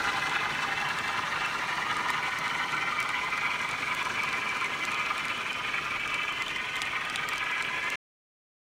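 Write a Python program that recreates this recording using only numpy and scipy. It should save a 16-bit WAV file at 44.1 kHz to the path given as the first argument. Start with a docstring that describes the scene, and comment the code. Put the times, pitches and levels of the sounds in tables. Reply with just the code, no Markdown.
"""In a room, a small model train runs along its track, then the sound is cut to silence.
The drive is knocks and noise ringing a shell, throbbing with a gear; its echoes shorten as the train
moves on, so that the comb slides upward. Shaped noise and grit make the hiss of metal wheels, low
noise the rumble of the baseboard, and short snaps with a low ring the ticks of the rail joints."""
import sys
import numpy as np
from scipy import signal
from scipy.fft import rfft, irfft
from scipy.io import wavfile
from scipy.ndimage import uniform_filter1d

SR = 44100
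rng = np.random.default_rng(int(sys.argv[2]) if len(sys.argv) > 2 else 0)


def makeup_ratio(level_db):
    """Linear amplitude ratio for a level in decibels (20 dB per factor of ten)."""
    decades = np.asarray(level_db, float) / 20
    return 10 ** decades


def dump_mix(stems):
    """Bounce the given channels to the path in sys.argv[1] as a 16-bit WAV at rate SR."""
    frames = np.atleast_2d(stems).T  # one column per channel
    limited = np.clip(frames, -1, 1)  # hard clip at full scale
    pcm = np.round(limited * 32767).astype(np.int16)
    wavfile.write(sys.argv[1], SR, pcm)


N = 382788
TIME = np.arange(N) / SR
FRAME, HOP = 2048, 512  # short-time spectra, in samples
HZ = np.fft.rfftfreq(FRAME, 1 / SR)
CUT_S = 7.957  # the sound stops here

# how near the train is as it draws away: (time [s], nearness [dB])
NEARNESS = [(0, 3.5), (.5, 1), (2.5, .5), (3, -.5), (4, .5), (5, 0), (6, -1.5), (7.5, -2), (7.96, -0.5)]
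# pressure of the gear over a turn: (cycles per turn, depth [dB], phase [rad])
GEAR_THROB = [(1, 1.5, 1.2), (2, 2.0, 0), (4, .7, -.4)]
# the drive loses a third of a turn on the way: (time [s], lead [turns])
GEAR_LEAD_TURNS = [(0, 0.013), (3.6, 0.036), (5.2, 0.032), (5.5, -0.33), (8, -0.26)]
# echoes off the baseboard and walls, negative strength = inverted:
# (delay at start [ms], delay at end [ms], relative strength at start, relative strength at end)
ECHO_PATHS = [(0.417, 0.321, -0.44, 0.47), (1.123, 0.684, 0.43, -0.13), (1.343, 0.333, 0.21, -0.04),
              (1.627, 1.368, 0.06, -0.28), (1.773, 0.409, -0.23, 0.22), (2.228, 0.938, -0.29, 0.09),
              (2.452, 2.042, -0.06, -0.17), (2.945, 1.44, -0.12, -0.04), (3.269, 2.201, -0.11, -0.04),
              (4.396, 2.308, -0.08, -0.06), (5.366, 2.881, -0.11, 0.2), (5.725, 2.483, 0.02, -0.18),
              (5.956, 2.213, 0.1, 0.23), (6.292, 3.293, 0.03, 0.13), (6.767, 4.479, 0.08, 0.05),
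              (6.818, 3.077, -0.07, -0.14)]
# broad colour of the rattling shell: (frequency [Hz], relative density [dB per Hz])
RATTLE_COLOUR = [(300, -26), (650, -20.5), (800, -8), (1100, -4), (1600, -7), (2300, -3.5), (2700, -7),
                 (2830, -8.5), (3050, -6), (3600, -18.5), (4500, -22), (6000, -42.5)]
# resonances of the shell: (centre [Hz], width [Hz], height above the broad colour [dB])
SHELL_RESONANCES = [(788.6, 28, 10), (1005.3, 74, 12), (1227.6, 56.5, 14), (1374, 34.5, 11.5),
                    (1497, 49, 7.5), (1660, 56, 8.5), (1836, 46, 7.5), (2058, 66, 11), (2296, 42, 10),
                    (2414, 110, 6), (2653, 79, 6), (2972, 100, 2.5), (3080, 52, 3.5), (3452, 150, 7.5)]
# low parts of a throb come late, negative = early: (frequency [Hz], lag [ms])
THROB_LAG = [(700, 4), (1100, 4), (1900, 0.5), (2700, -6), (4000, -2)]
# colour of wheels rolling on rails: (frequency [Hz], relative density [dB per Hz])
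HISS_COLOUR = [(2500, -23.5), (3300, -5), (3700, -2.5), (4100, -0.5), (4920, -9), (5550, -5.5), (6630, -9),
               (7520, -13.5), (8330, -13.5), (9940, -18.5), (11700, -27), (13300, -25), (14900, -25.5),
               (15900, -32)]
# colour of the low roll in the baseboard: (frequency [Hz], relative density [dB per Hz])
RUMBLE_COLOUR = [(12, -33), (20, -10), (40, -3), (55, -10.5), (120, -2.5), (190, -4), (260, -0.5),
                 (330, -3), (430, -1), (500, -4.5), (700, -2.5), (910, -26), (1540, -93)]
# two baseboard resonances, hum then drone: (centre [Hz], width [Hz])
BOARD_RESONANCES = [(150, 40), (40, 40)]
# those resonances come and go: (time [s], hum lift [dB], deep drone lift [dB])
BOARD_LIFTS = [(0, 1.5, 3), (.8, 8, -.6), (5.3, 3, -3), (6, 4.5, 5.5), (7, 5.5, 2), (7.96, -0.5, -1.5)]
# the clearer ticks of wheels over rail joints:
# (time [s], snap peak [dB], low ring against the snap [dB], treble tilt of the snap [dB])
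JOINT_TICKS = [(0.041, -29.5, -2.5, 0), (0.2952, -31, 5, -3), (0.8876, -31.5, -4, 7),
               (0.9867, -26.5, 3, -1), (1.9674, -29, -7, -5.5), (2.1026, -25.5, -2, 5.5),
               (2.387, -27, -14, 5.5), (2.479, -29, 3, -5), (2.7202, -30, -7, -0.5), (3.0016, -25, -6, 3.5),
               (3.027, -27.5, -3, 1), (3.0902, -30.5, 3.5, -3), (3.3762, -31.5, -11, -5),
               (3.615, -30, -17, -4.5), (3.689, -29, -8, 1), (3.7115, -27, -2, -2),
               (3.9484, -25.5, -4, 6.5), (4.0277, -32, -6, 2), (4.0527, -33, -5, 0), (4.2338, -26, -10, 0),
               (4.3286, -28.5, 1, -3), (4.6443, -32.5, -9, -5.5), (4.8509, -24, -3.5, 2),
               (4.9172, -27.5, -5, 0), (4.9442, -31.5, 5, -3), (5.1791, -31.5, 7, -0.5),
               (5.253, -30.5, -3, -2), (5.2819, -29.5, 0, 0.5), (5.5293, -32, -2, -5),
               (6.0761, -27, -13, 0), (6.143, -27, 0, 1.5), (6.4213, -28, 0, -3), (6.481, -28, 6, 0),
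               (6.756, -30, 8, 3), (6.7654, -27.5, -5.5, -1), (6.8176, -23, 6.5, -6),
               (6.8224, -27.5, -13, -1.5), (7.0983, -28.5, -1, 0), (7.1581, -22, 5, -4),
               (7.2878, -20.5, -12, 10), (7.3336, -31, 7, 5), (7.3577, -32, -3, 2), (7.38, -25, -5, 1.5),
               (7.6236, -25.5, -2.5, 0), (7.901, -23.5, -9, 6.5)]
# colour of a snap: (frequency [Hz], relative density [dB per Hz])
SNAP_COLOUR = [(2500, -42.5), (4500, -3), (6000, -1), (8200, 0), (10500, -7), (12000, -16.5),
               (14000, -12.5), (16000, -24)]
# low ring after a snap: (nominal frequency [Hz], relative level [dB], decay by 60 dB [s])
WHEEL_RING = [(796, -12.5, 0.025), (2540, 2.5, .011), (3380, 3, .009), (3820, 3, 0.01), (4560, -4, 0.008)]


def evened(x):
    """Scales to rms 1."""
    return x / np.sqrt(np.mean(x ** 2) + 1e-20)


def read(points, hz):
    """Reads a spectrum on a log-frequency axis."""
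    f, value = np.transpose(points)
    return np.interp(np.log(hz + 1), np.log(f + 1), value)


def resonance(centre_hz, width_hz):
    """A bell of height 1 over frequency."""
    return 1 / (1 + (2 * (HZ - centre_hz) / width_hz) ** 2)


def level(db, follow):
    """Gain over time of a layer; follow is its dB per dB of nearness."""
    return makeup_ratio(db + follow * np.interp(TIME, *np.transpose(NEARNESS)))


def causal(db):
    """The minimum-phase response with this gain: it rings after its cause, never before."""
    half = FRAME // 2
    cepstrum = irfft(db * np.log(10) / 20)
    cepstrum[1:half] *= 2
    cepstrum[half + 1:] = 0
    return np.exp(rfft(cepstrum))


def filtered(x, response):
    """Multiplies short-time spectra by response(frame times)."""
    _, t, z = signal.stft(x, SR, nperseg=FRAME, noverlap=FRAME - HOP)
    return signal.istft(z * response(t), SR, nperseg=FRAME, noverlap=FRAME - HOP)[1][:N]


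def patchy(x, depth_db, size=256):
    """Loose parts shake on their own: spectral patches swell and sink, narrower and longer at larger size."""
    overlap = size * 3 // 4
    z = signal.stft(x, nperseg=size, noverlap=overlap)[2]
    patches = rng.standard_normal(z.shape[::-1]).T
    patches = uniform_filter1d(patches, size=3, axis=0)  # across frequency
    patches = uniform_filter1d(patches, size=16, axis=1)  # across time
    return signal.istft(z * makeup_ratio(depth_db * evened(patches)), nperseg=size, noverlap=overlap)[1][:N]


def drift(top_hz):
    """Slow random wander of rms 1, mostly below top_hz."""
    slow = 1 / (1 + (np.fft.rfftfreq(N, 1 / SR) / top_hz) ** 4)
    return evened(irfft(rfft(rng.standard_normal(N)) * slow, N))


def knocks(per_s, spread_db):
    """Tiny impacts at random moments, a few of them large."""
    size = makeup_ratio(spread_db * np.minimum(rng.exponential(1, N), 5))
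    sign = rng.choice([-1., 1.], N)
    return evened(size * sign * (rng.random(N) < per_s / SR))


def throb_db():
    """The gear is not quite round: its pressure rises and falls within each turn."""
    gear_hz = 10.95
    turns = gear_hz * TIME + np.interp(TIME, *np.transpose(GEAR_LEAD_TURNS))
    return sum(depth * np.cos(k * 2 * np.pi * turns + phase) for k, depth, phase in GEAR_THROB)


def faint_echoes():
    """Weaker, mostly longer paths that shorten by about the same share as the strong ones."""
    count, top_strength = 14, 0.12
    start_ms = rng.uniform(4, 16, count)
    end_ms = start_ms * rng.uniform(0.45, 0.65, count)
    first, last = rng.uniform(0, top_strength, (2, count))
    return list(zip(start_ms, end_ms, first, last))


def comb(t):
    """Direct sound plus echoes whose delays and strengths glide steadily as the train moves."""
    echo_gain, top_hz = 1.22, 4300  # echoes fade above top_hz
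    fade = echo_gain / (1 + (HZ / top_hz) ** 8)
    gone = t / 8  # share of the run
    way = gone + 0.07 * gone * (1 - gone)  # the delays shrink a little faster at first
    paths = np.ones((len(HZ), len(t)), complex)
    for start_ms, end_ms, first, last in ECHO_PATHS + faint_echoes():
        delay_s = (start_ms + (end_ms - start_ms) * way) / 1000
        strength = first + (last - first) * gone
        paths += np.outer(fade, strength) * np.exp(-2j * np.pi * np.outer(HZ, delay_s))
    return paths


def drive(throb):
    """Gear knocks and rubbing noise ring the shell and reach the microphone by several paths."""
    diffuse = 0.22  # strength of the sound that arrives scattered
    bumps_db = sum(db * resonance(hz, width) for hz, width, db in SHELL_RESONANCES)
    # summing the lag over frequency gives the phase that delays each band
    late = np.exp(-2j * np.pi * np.cumsum(read(THROB_LAG, HZ)) * HZ[1] / 1000)
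    shell = (causal(read(RATTLE_COLOUR, HZ) + bumps_db) * late)[:, None]

    push = makeup_ratio(throb + 0.5 * drift(6))
    rub = push * (rng.standard_normal(N) + 0.43 * knocks(500, spread_db=4))
    rub = patchy(rub, 1.8)
    rub = patchy(rub, 1.64, size=1024)  # each resonance comes and goes
    scattered = push * rng.standard_normal(N)

    paths = comb(np.arange(N // HOP + 2) * HOP / SR)
    # the shell sets the mean colour, the comb adds only its moving part
    log_power = np.log(abs(paths) ** 2 + diffuse ** 2)
    mean = np.exp(log_power.mean(1, keepdims=True) / 2)
    combed = filtered(evened(rub), lambda t: shell * paths[:, :len(t)] / mean)
    haze = filtered(evened(scattered), lambda t: shell / mean)
    return level(-31, follow=0.45) * evened(combed + diffuse * haze)


def wheel_hiss(throb):
    """Many metal wheels on metal rails: hiss with fine grit, partly shaken by the drive."""
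    shake = makeup_ratio(0.21 * throb + drift(30))
    rolling = shake * (rng.standard_normal(N) + 0.46 * knocks(240, spread_db=3))
    edge_hz, edge_width_hz = 4000, 1100
    edge = np.exp(-((HZ - edge_hz) / edge_width_hz) ** 2)
    body = causal(read(HISS_COLOUR, HZ))[:, None]

    def colour(t):
        """The lower edge of the hiss thins out, in dB per second."""
        return body * makeup_ratio(np.outer(edge, 1 - 0.56 * t))

    return level(-47.5, follow=1.3) * evened(filtered(patchy(rolling, 1.6), colour))


def rumble():
    """The baseboard carries the low roll of the train, its two resonances coming and going."""
    roll = patchy(makeup_ratio(0.84 * drift(25)) * rng.standard_normal(N), 0.79)
    seconds, *lifts_db = np.transpose(BOARD_LIFTS)
    shapes = [resonance(hz, width) for hz, width in BOARD_RESONANCES]
    body = causal(read(RUMBLE_COLOUR, HZ))[:, None]

    def colour(t):
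        """Hum and drone lifted over the steady body."""
        lift_db = sum(np.outer(shape, np.interp(t, seconds, db)) for shape, db in zip(shapes, lifts_db))
        return body * makeup_ratio(lift_db)

    return level(-46, follow=1.1) * evened(filtered(roll, colour))


def small_ticks():
    """Faint ticks of the far wheels at random moments, with the columns of the clear ones."""
    count = 36
    when = rng.uniform(0, CUT_S, count)
    peak_db = -37.5 + rng.uniform(-3, 3, count)
    low_db = -4 + rng.uniform(-5, 5, count)
    return list(zip(when, peak_db, low_db, rng.uniform(-4, 4, count)))


def snap(t, treble_db):
    """One sharp wide blow with its brief chatter, peak 1."""
    blow = 0.22 * rng.standard_normal(len(t)) * makeup_ratio(-60 * abs(t - 0.001) / 0.005)
    blow[44] += 1  # the blow itself, 1 ms in
    treble = np.clip((HZ - 9000) / 4000, 0, 1)
    click = irfft(causal(read(SNAP_COLOUR, HZ) + treble_db * treble))[:256]
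    out = np.convolve(blow, click)[:len(t)]
    return out / abs(out).max()


def low_ring(t):
    """A few decaying modes, slightly retuned for each tick, peak 1."""
    hz, db, t60 = np.transpose(WHEEL_RING)[:, :, None]
    detune = 1 + 0.036 * rng.standard_normal(hz.shape)
    modes = makeup_ratio(db - 60 * t / t60) * np.sin(2 * np.pi * hz * detune * t)
    out = modes.sum(0) * np.minimum(t / 0.0011, 1) ** 3  # soft onset
    return out / abs(out).max()


def joints():
    """Each joint gives a sharp wide snap and a brief low ring; a few near reflections follow."""
    t = np.arange(1024) / SR
    out = np.zeros(N + 3000)
    for s, peak_db, low_db, treble_db in JOINT_TICKS + small_ticks():
        tick = snap(t, treble_db) + makeup_ratio(low_db) * low_ring(t)
        out[round(s * SR):][:len(t)] += makeup_ratio(peak_db) * tick
    near = np.exp(-t / 0.0036) * rng.standard_normal(len(t)) * (t > 0.0008)
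    near /= np.linalg.norm(near)
    return out[:N] + makeup_ratio(-10) * signal.oaconvolve(out, near)[:N]


def scene():
    """The train drawing away, cut off abruptly."""
    throb = throb_db()
    train = drive(throb) + wheel_hiss(throb) + rumble() + joints()
    cut = np.clip((CUT_S - TIME) / 0.0008, 0, 1)
    return (train * cut)[None]


def band_limit(x):
    """A steep low-pass at the top of the band."""
    return signal.sosfilt(signal.butter(12, 16020, fs=SR, output="sos"), x)


def record(dry):
    """Turns the finished mix into the delivered sound."""
    return band_limit(dry)


dry = scene()
out = record(dry)
dump_mix(out)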